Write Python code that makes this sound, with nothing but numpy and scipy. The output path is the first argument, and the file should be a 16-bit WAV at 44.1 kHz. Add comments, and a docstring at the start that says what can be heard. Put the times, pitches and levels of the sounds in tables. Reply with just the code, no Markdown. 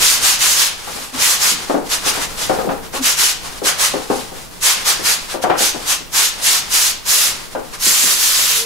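"""Cardboard box shoved over polystyrene

A big box is worked along a block of foam in a small room. Each shove drags the card over thousands
of beads: a bright hiss that swells and stops. Between shoves the hollow box knocks and buckles,
creeps on with a faint hiss and rumble, and now and then sticks and groans.
Gain control flattens the tops of the loud shoves."""
import sys
import numpy as np
from scipy import signal
from scipy.fft import rfft, irfft
from scipy.io import wavfile
from scipy.ndimage import uniform_filter1d

SR = 44100
rng = np.random.default_rng(int(sys.argv[2]) if len(sys.argv) > 2 else 0)


def int16_out(signal):
    """Quantize to a 16-bit WAV file."""
    q = np.round(np.clip(np.atleast_2d(signal).T, -1, 1) * 32767)
    wavfile.write(sys.argv[1], SR, q.astype(np.int16))


N = 381465

# bright hiss of a fast slide: f/Hz, level/dB
FAST_HISS = [(100, -50), (250, -24.5), (400, -13), (750, -9), (1000, -4), (2200, -3), (4000, -1),
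             (6300, 0.5), (8500, -3.5), (11500, -6), (15600, -14)]
# darker hiss of a slow slide: f/Hz, level/dB
SLOW_HISS = [(100, -1.5), (300, -1), (650, 0), (1000, 3.5), (2000, -1), (5000, -1), (10500, -7),
             (15600, -17.5)]
# the foam's faint singing once a shove runs on: f/Hz, width/Hz, boost/dB
FOAM_MODES = [(7260, 330, 2.5), (10550, 500, 3.5), (13600, 1800, 5.5)]
# shove cues: t/s, length/s, level/dB
SHOVES = [(-0.022, 0.23, -10), (0.197, 0.19, -12), (0.369, 0.24, -13.5), (0.527, 0.19, -14),
          (0.802, 0.33, -33), (1.168, 0.23, -13.5), (1.373, 0.2, -14.5), (1.875, 0.12, -18.5),
          (2.033, 0.11, -15.5), (2.115, 0.083, -22.5), (2.187, 0.097, -20.5), (2.345, 0.16, -24.5),
          (2.812, 0.09, -33.5), (2.914, 0.105, -23.5), (3.003, 0.17, -14.5), (3.144, 0.21, -14),
          (3.4, 0.13, -32.5), (3.624, 0.12, -14.5), (3.762, 0.16, -15), (4.053, 0.22, -32),
          (4.3, 0.21, -41.5), (4.598, 0.18, -12.5), (4.832, 0.14, -13.5), (5.017, 0.17, -15),
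          (5.263, 0.13, -28.5), (5.41, 0.051, -14), (5.557, 0.18, -15.5), (5.844, 0.14, -16.5),
          (6.106, 0.22, -14), (6.398, 0.23, -14), (6.679, 0.27, -14), (7.037, 0.31, -13.5),
          (7.716, 0.063, -22.5), (7.779, 0.44, -12.5), (8.13, 0.54, -15)]


def shove(length, level_db, slow_db=-33, fast_db=-17, wall_hz=800, wall_octaves=1.63,
          sing_s=0.32, bite_db=6.5, bite_s=0.25, typical_s=0.2):
    """Countless bead slips merge into hiss, brighter with speed and fuller with pressure."""
    t = np.arange(int(length * SR) + 2) / SR
    hz, shape = np.fft.rfftfreq(1024, 1 / SR), (120, 513)  # frames, bins
    speed = np.clip((level_db - slow_db) / (fast_db - slow_db), 0, 1)
    colour_db = speed * curve(FAST_HISS, hz) + (1 - speed) * curve(SLOW_HISS, hz)
    # short jabs press hardest and draw more midrange from the box walls
    pressure_db = min(-6 + 1.11 / length, 8.5)
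    walls_db = pressure_db * np.exp(-(np.log2((hz + 1) / wall_hz) / wall_octaves) ** 2)
    singing = min(length / sing_s, 1) ** 3
    foam_db = singing * sum(db * np.exp(-((hz - f) / width) ** 2) for f, width, db in FOAM_MODES)
    # the whole contact chatters, spots of it come and go, and beads ring in narrow streaks
    chatter_db = 0.6 * flutter(shape[0], 4)[:, None]
    spots_db = 1.16 * patches(shape, frames=4, bins=36)
    streaks_db = 0.8 * patches(shape, frames=18, bins=2)
    real, imag = rng.standard_normal((2, 2, *shape))
    spectra = (real + 1j * imag) * amp(colour_db + walls_db + foam_db + chatter_db + spots_db + streaks_db)
    hiss = unit(signal.istft(spectra.transpose(0, 2, 1), nperseg=1024, noverlap=768)[1])[:, :len(t)]
    # longer shoves take longer to speed up and slow down
    rise_s = 0.093 * (length / typical_s) ** 0.46
    fall_s = 0.089 * (length / typical_s) ** 0.25
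    fade_in = np.sin(np.pi / 2 * np.clip(t / rise_s, 0, 1)) ** 2
    fade_out = np.sin(np.pi / 2 * np.clip((length - t) / fall_s, 0, 1)) ** 2
    # the card bites hardest as it breaks loose, then eases
    envelope = amp(level_db + bite_db * np.exp(-t / bite_s)) * fade_in * fade_out
    return envelope[:hiss.shape[1]] * hiss


# hollow ring of the walls and cavity: f/Hz, level/dB, t60 as a multiple of ring_s
BOX_MODES = [(255.5, -16, 1.4), (319, -9.5, 0.69), (389.4, -3.5, 0.54), (456.5, -16, 3.6), (524.3, -5, 1.2),
             (663, -30, 0.44), (761, 1.5, 0.3), (863, -17.5, 0.27), (1213, -16.5, 0.32)]
# woolly body from the crowd of weaker modes: f/Hz, level/dB
BOX_BODY = [(40, -20), (120, -18), (190, -7), (280, -0.5), (500, -1), (800, -2.5), (1050, -9), (1400, -12),
            (2000, -23), (4000, -39), (12000, -58)]
# thump of a crease, mostly low with a little treble: f/Hz, level/dB
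CREASE_THUMP = [(200, 29), (1400, -15), (3500, 2), (6000, -28), (15000, -24)]
# knock cues: t/s, level/dB, hardness/(dB per octave)
KNOCKS = [(0.873, -24.5, 5), (0.957, -25, 3), (1.516, -29.5, -14.5), (1.696, -6.5, 1), (1.742, -5.5, -2),
          (1.761, -16, -1), (2.062, -16, 0), (2.169, -16.5, -0.5), (2.495, -4.5, 1.5), (2.586, -11, 2),
          (2.642, -17, -8), (2.669, -12.5, -7), (2.689, -9, 3.5), (2.937, -17, 0), (3.617, -15, -1.5),
          (3.668, -17.5, 10), (3.938, -9.5, -1.5), (4.1, -4.5, -1), (4.317, -25.5, -3),
          (4.991, -20.5, -5.5), (5.34, -13, 0.5), (5.438, -4, 2.5), (5.498, -2.5, 4.5), (5.605, -11, -2),
          (5.744, -16.5, -2), (6.005, -30, -4), (7.55, -12, 1.5), (7.866, -24.5, -12), (8.033, -20.5, -7.5)]


def knock(level_db, hardness, ring_s=0.18, rise_s=0.0013, thump_s=0.0071, detune=0.011,
          pivot_hz=550, baffle_hz=200):
    """A wall snaps free of the foam, thumps and rings; a harder snap reaches higher modes."""
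    t = np.arange(SR // 2) / SR
    modes = 0
    for hz, db, sustain in BOX_MODES:
        pitch = hz * (1 + detune * rng.standard_normal())
        turns = pitch * t + rng.random() + 0.61 * rng.random((2, 1))  # each side has its own phase
        modes = modes + amp(db - 60 * t / (ring_s * sustain)) * np.sin(2 * np.pi * turns)
    body = noise(BOX_BODY, len(t)) * amp(-60 * t / ring_s)
    ring = (amp(-7.5) * modes + amp(-5) * body) * (1 - np.exp(-t / rise_s))
    octaves = np.log2(np.clip(np.fft.rfftfreq(len(t), 1 / SR), 150, 3000) / pivot_hz)
    tilted_ring = irfft(rfft(ring) * amp(hardness * octaves), len(t))
    thump = amp(-13 + 1.1 * hardness) * noise(CREASE_THUMP, len(t)) * np.exp(-t / thump_s)
    # light open walls radiate little bass
    radiation = signal.butter(2, baffle_hz, "highpass", fs=SR, output="sos")
    return amp(level_db) * signal.sosfilt(radiation, tilted_ring + thump)


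# groan cues: t/s, length/s, f/Hz, glide/(Hz per s), level/dB
GROANS = [(1.126, 0.055, 251, 330, -27), (2.986, 0.058, 271, -280, -20), (8.492, 0.34, 443, 128, -30)]


def groan(length, hz, glide, level_db, waver=0.016, overtone_db=-18, ends_db=-18):
    """The card sticks and slips regularly: a near pure tone that glides as it swells and fades."""
    t = np.arange(0, length, 1 / SR)
    pitch = (hz + glide * t) * (1 + waver * flutter(len(t), 300))
    phase = 2 * np.pi * np.cumsum(pitch) / SR
    tone = np.sqrt(2) * (np.sin(phase) + amp(overtone_db) * np.sin(2 * phase))
    swell = amp(level_db + ends_db * abs(2 * t / length - 1))
    return (tone * swell * signal.windows.tukey(len(t), 0.1))[None]


# fader ride of the creeping card's hiss: t/s, level/dB
CREEP_RIDE = [(0, -25.5), (0.78, -35), (1.12, -37), (1.15, -24.5), (1.72, -28.5), (1.81, -38.5), (2.1, -24),
              (2.32, -35), (2.52, -29), (2.8, -41.5), (3.3, -35), (3.55, -34), (3.97, -27.5), (4.05, -35),
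              (4.55, -41), (4.81, -27.5), (5.27, -34), (5.4, -46), (5.86, -27.5), (6.08, -44.5),
              (6.4, -30.5), (7.02, -38), (7.34, -30.5), (7.6, -39.5), (8.65, -33)]
# low rumble of the flexing walls: f/Hz, level/dB
WALL_RUMBLE = [(20, 3.5), (45, -2.5), (100, -9), (160, -5.5), (220, -9.5), (400, -10.5), (1000, -18.5),
               (4000, -30), (15000, -25)]
# fader ride of that rumble: t/s, level/dB
RUMBLE_RIDE = [(0, -29), (1.1, -42.5), (2.6, -30), (2.9, -35), (5.35, -37), (6.1, -37), (7.65, -37.5),
               (8.65, -38)]


def creep(trim_db=1.36, uneven_db=1.95):
    """Slow, uneven slips hiss faintly while the big walls flex and rumble."""
    t = np.arange(N) / SR
    hiss_db = trim_db + np.interp(t, *np.transpose(CREEP_RIDE)) + uneven_db * flutter(N, 1500)
    rumble_db = np.interp(t, *np.transpose(RUMBLE_RIDE))
    return amp(hiss_db) * noise(SLOW_HISS, N) + amp(rumble_db) * noise(WALL_RUMBLE, N)


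# short tail of the small room: f/Hz, t60/s
ROOM_DECAY = [(150, 0.43), (400, 0.32), (1040, 0.41), (3000, 0.47), (12000, 0.2)]


def room(send, predelay_s=0.0035, drift_hz=0.45, patterns=3):
    """Diffuse reflections, each band dying at its own speed; their pattern drifts as the box moves."""
    size, echo = SR * 3 // 4, 0
    for k in range(patterns):
        taps = rng.standard_normal((2, size)) * (np.arange(size) / SR > predelay_s)
        hz, t, bands = signal.stft(taps, SR, nperseg=256)
        decay = amp(-60 * t / curve(ROOM_DECAY, hz)[:, None])
        tail = signal.istft(bands * decay, SR, nperseg=256)[1]
        tail /= np.linalg.norm(tail[0])
        angle = np.pi * (2 * drift_hz * np.arange(N) / SR + k / patterns)
        crossfade = np.sqrt(2 / patterns) * np.cos(angle)
        echo = echo + signal.fftconvolve(send * crossfade, tail, axes=1)[:, :N]
    return echo


def amp(db):
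    """Decibels to gain."""
    return 10 ** (np.asarray(db) / 20)


def unit(x):
    """Scales to an rms of one."""
    return x / np.sqrt(np.mean(x ** 2) + 1e-20)


def curve(points, hz):
    """Reads a table on a log-frequency axis."""
    f, value = np.transpose(points)
    return np.interp(np.log(hz + 1), np.log(f + 1), value)


def noise(spectrum, size):
    """Two unrelated channels of coloured noise."""
    colour = amp(curve(spectrum, np.fft.rfftfreq(size, 1 / SR)))
    return unit(irfft(rfft(rng.standard_normal((2, size))) * colour, size))


def flutter(size, span):
    """A random wobble, smooth over span steps."""
    return unit(uniform_filter1d(rng.standard_normal(size), span))


def patches(shape, frames, bins):
    """A random field, smooth in time and frequency."""
    field = uniform_filter1d(rng.standard_normal(shape), frames, axis=0)
    return unit(uniform_filter1d(field, bins, axis=1))


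def add(mix, start_s, sound):
    """Mixes a sound in at its cue, trimmed to the track."""
    start = round(start_s * SR)
    sound = sound[:, max(-start, 0):]
    part = mix[:, max(start, 0):][:, :sound.shape[1]]
    part += sound[:, :part.shape[1]]


def scene(hiss_trim_db=0.95, knock_trim_db=-0.57, knock_left_db=1.5):
    """Shoves, knocks and groans in the room, over a dry bed of creep."""
    hiss, knocks, groans = np.zeros((3, 2, N))
    for start_s, *cue in SHOVES:
        add(hiss, start_s, amp(hiss_trim_db) * shove(*cue))
    for start_s, *cue in KNOCKS:
        add(knocks, start_s, amp(knock_trim_db) * knock(*cue))
    knocks *= amp([[knock_left_db / 2], [-knock_left_db / 2]])  # the knocking wall is to the left
    for start_s, *cue in GROANS:
        add(groans, start_s, groan(*cue))
    reverb_send = amp(-8.5) * hiss + amp(-4) * knocks + amp(-12) * groans
    return hiss + knocks + groans + room(reverb_send) + creep()


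def gain_control(x, threshold_db=-12, squeeze=0.84, follow_s=0.018):
    """A soft-knee limiter flattens the loud shoves and ducks everything under them."""
    pole = np.exp(-1 / (follow_s * SR))
    power = signal.lfilter([1 - pole], [1, -pole], np.mean(x ** 2, axis=0))
    excess = np.sqrt(np.hypot(1, power / amp(threshold_db) ** 2))
    return x / excess ** squeeze


# stereo image of the microphone pair: f/Hz, likeness (-1 opposed, 1 mono)
MIC_LIKENESS = [(200, 0.04), (1500, 0.2), (4500, 0.18), (6300, 0.46), (8300, 0.46), (10000, 0.74),
                (12000, .5), (13500, -0.26), (15500, 0)]
# balance of the pair: f/Hz, left minus right/dB
MIC_BALANCE = [(40, 0), (130, 2.5), (450, 3.5), (1200, 1.5), (3500, 1), (8000, -0.9), (14000, -2.5)]


def record(dry, cutoff_hz=15750):
    """A close microphone pair, most alike in the upper treble; then gain control and a high cut."""
    hz = np.fft.rfftfreq(N, 1 / SR)
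    likeness, balance_db = curve(MIC_LIKENESS, hz), curve(MIC_BALANCE, hz)
    left, right = rfft(dry)
    mid = (left + right) / 2 * np.sqrt(1 + likeness)
    side = (left - right) / 2 * np.sqrt(1 - likeness)
    pair = irfft(np.array([mid + side, mid - side]) * amp([balance_db / 2, -balance_db / 2]), N)
    high_cut = signal.firwin(601, cutoff_hz, window=("kaiser", 8), fs=SR)
    return signal.oaconvolve(gain_control(pair), high_cut[None], "same")


dry = scene()
out = record(dry)
int16_out(out)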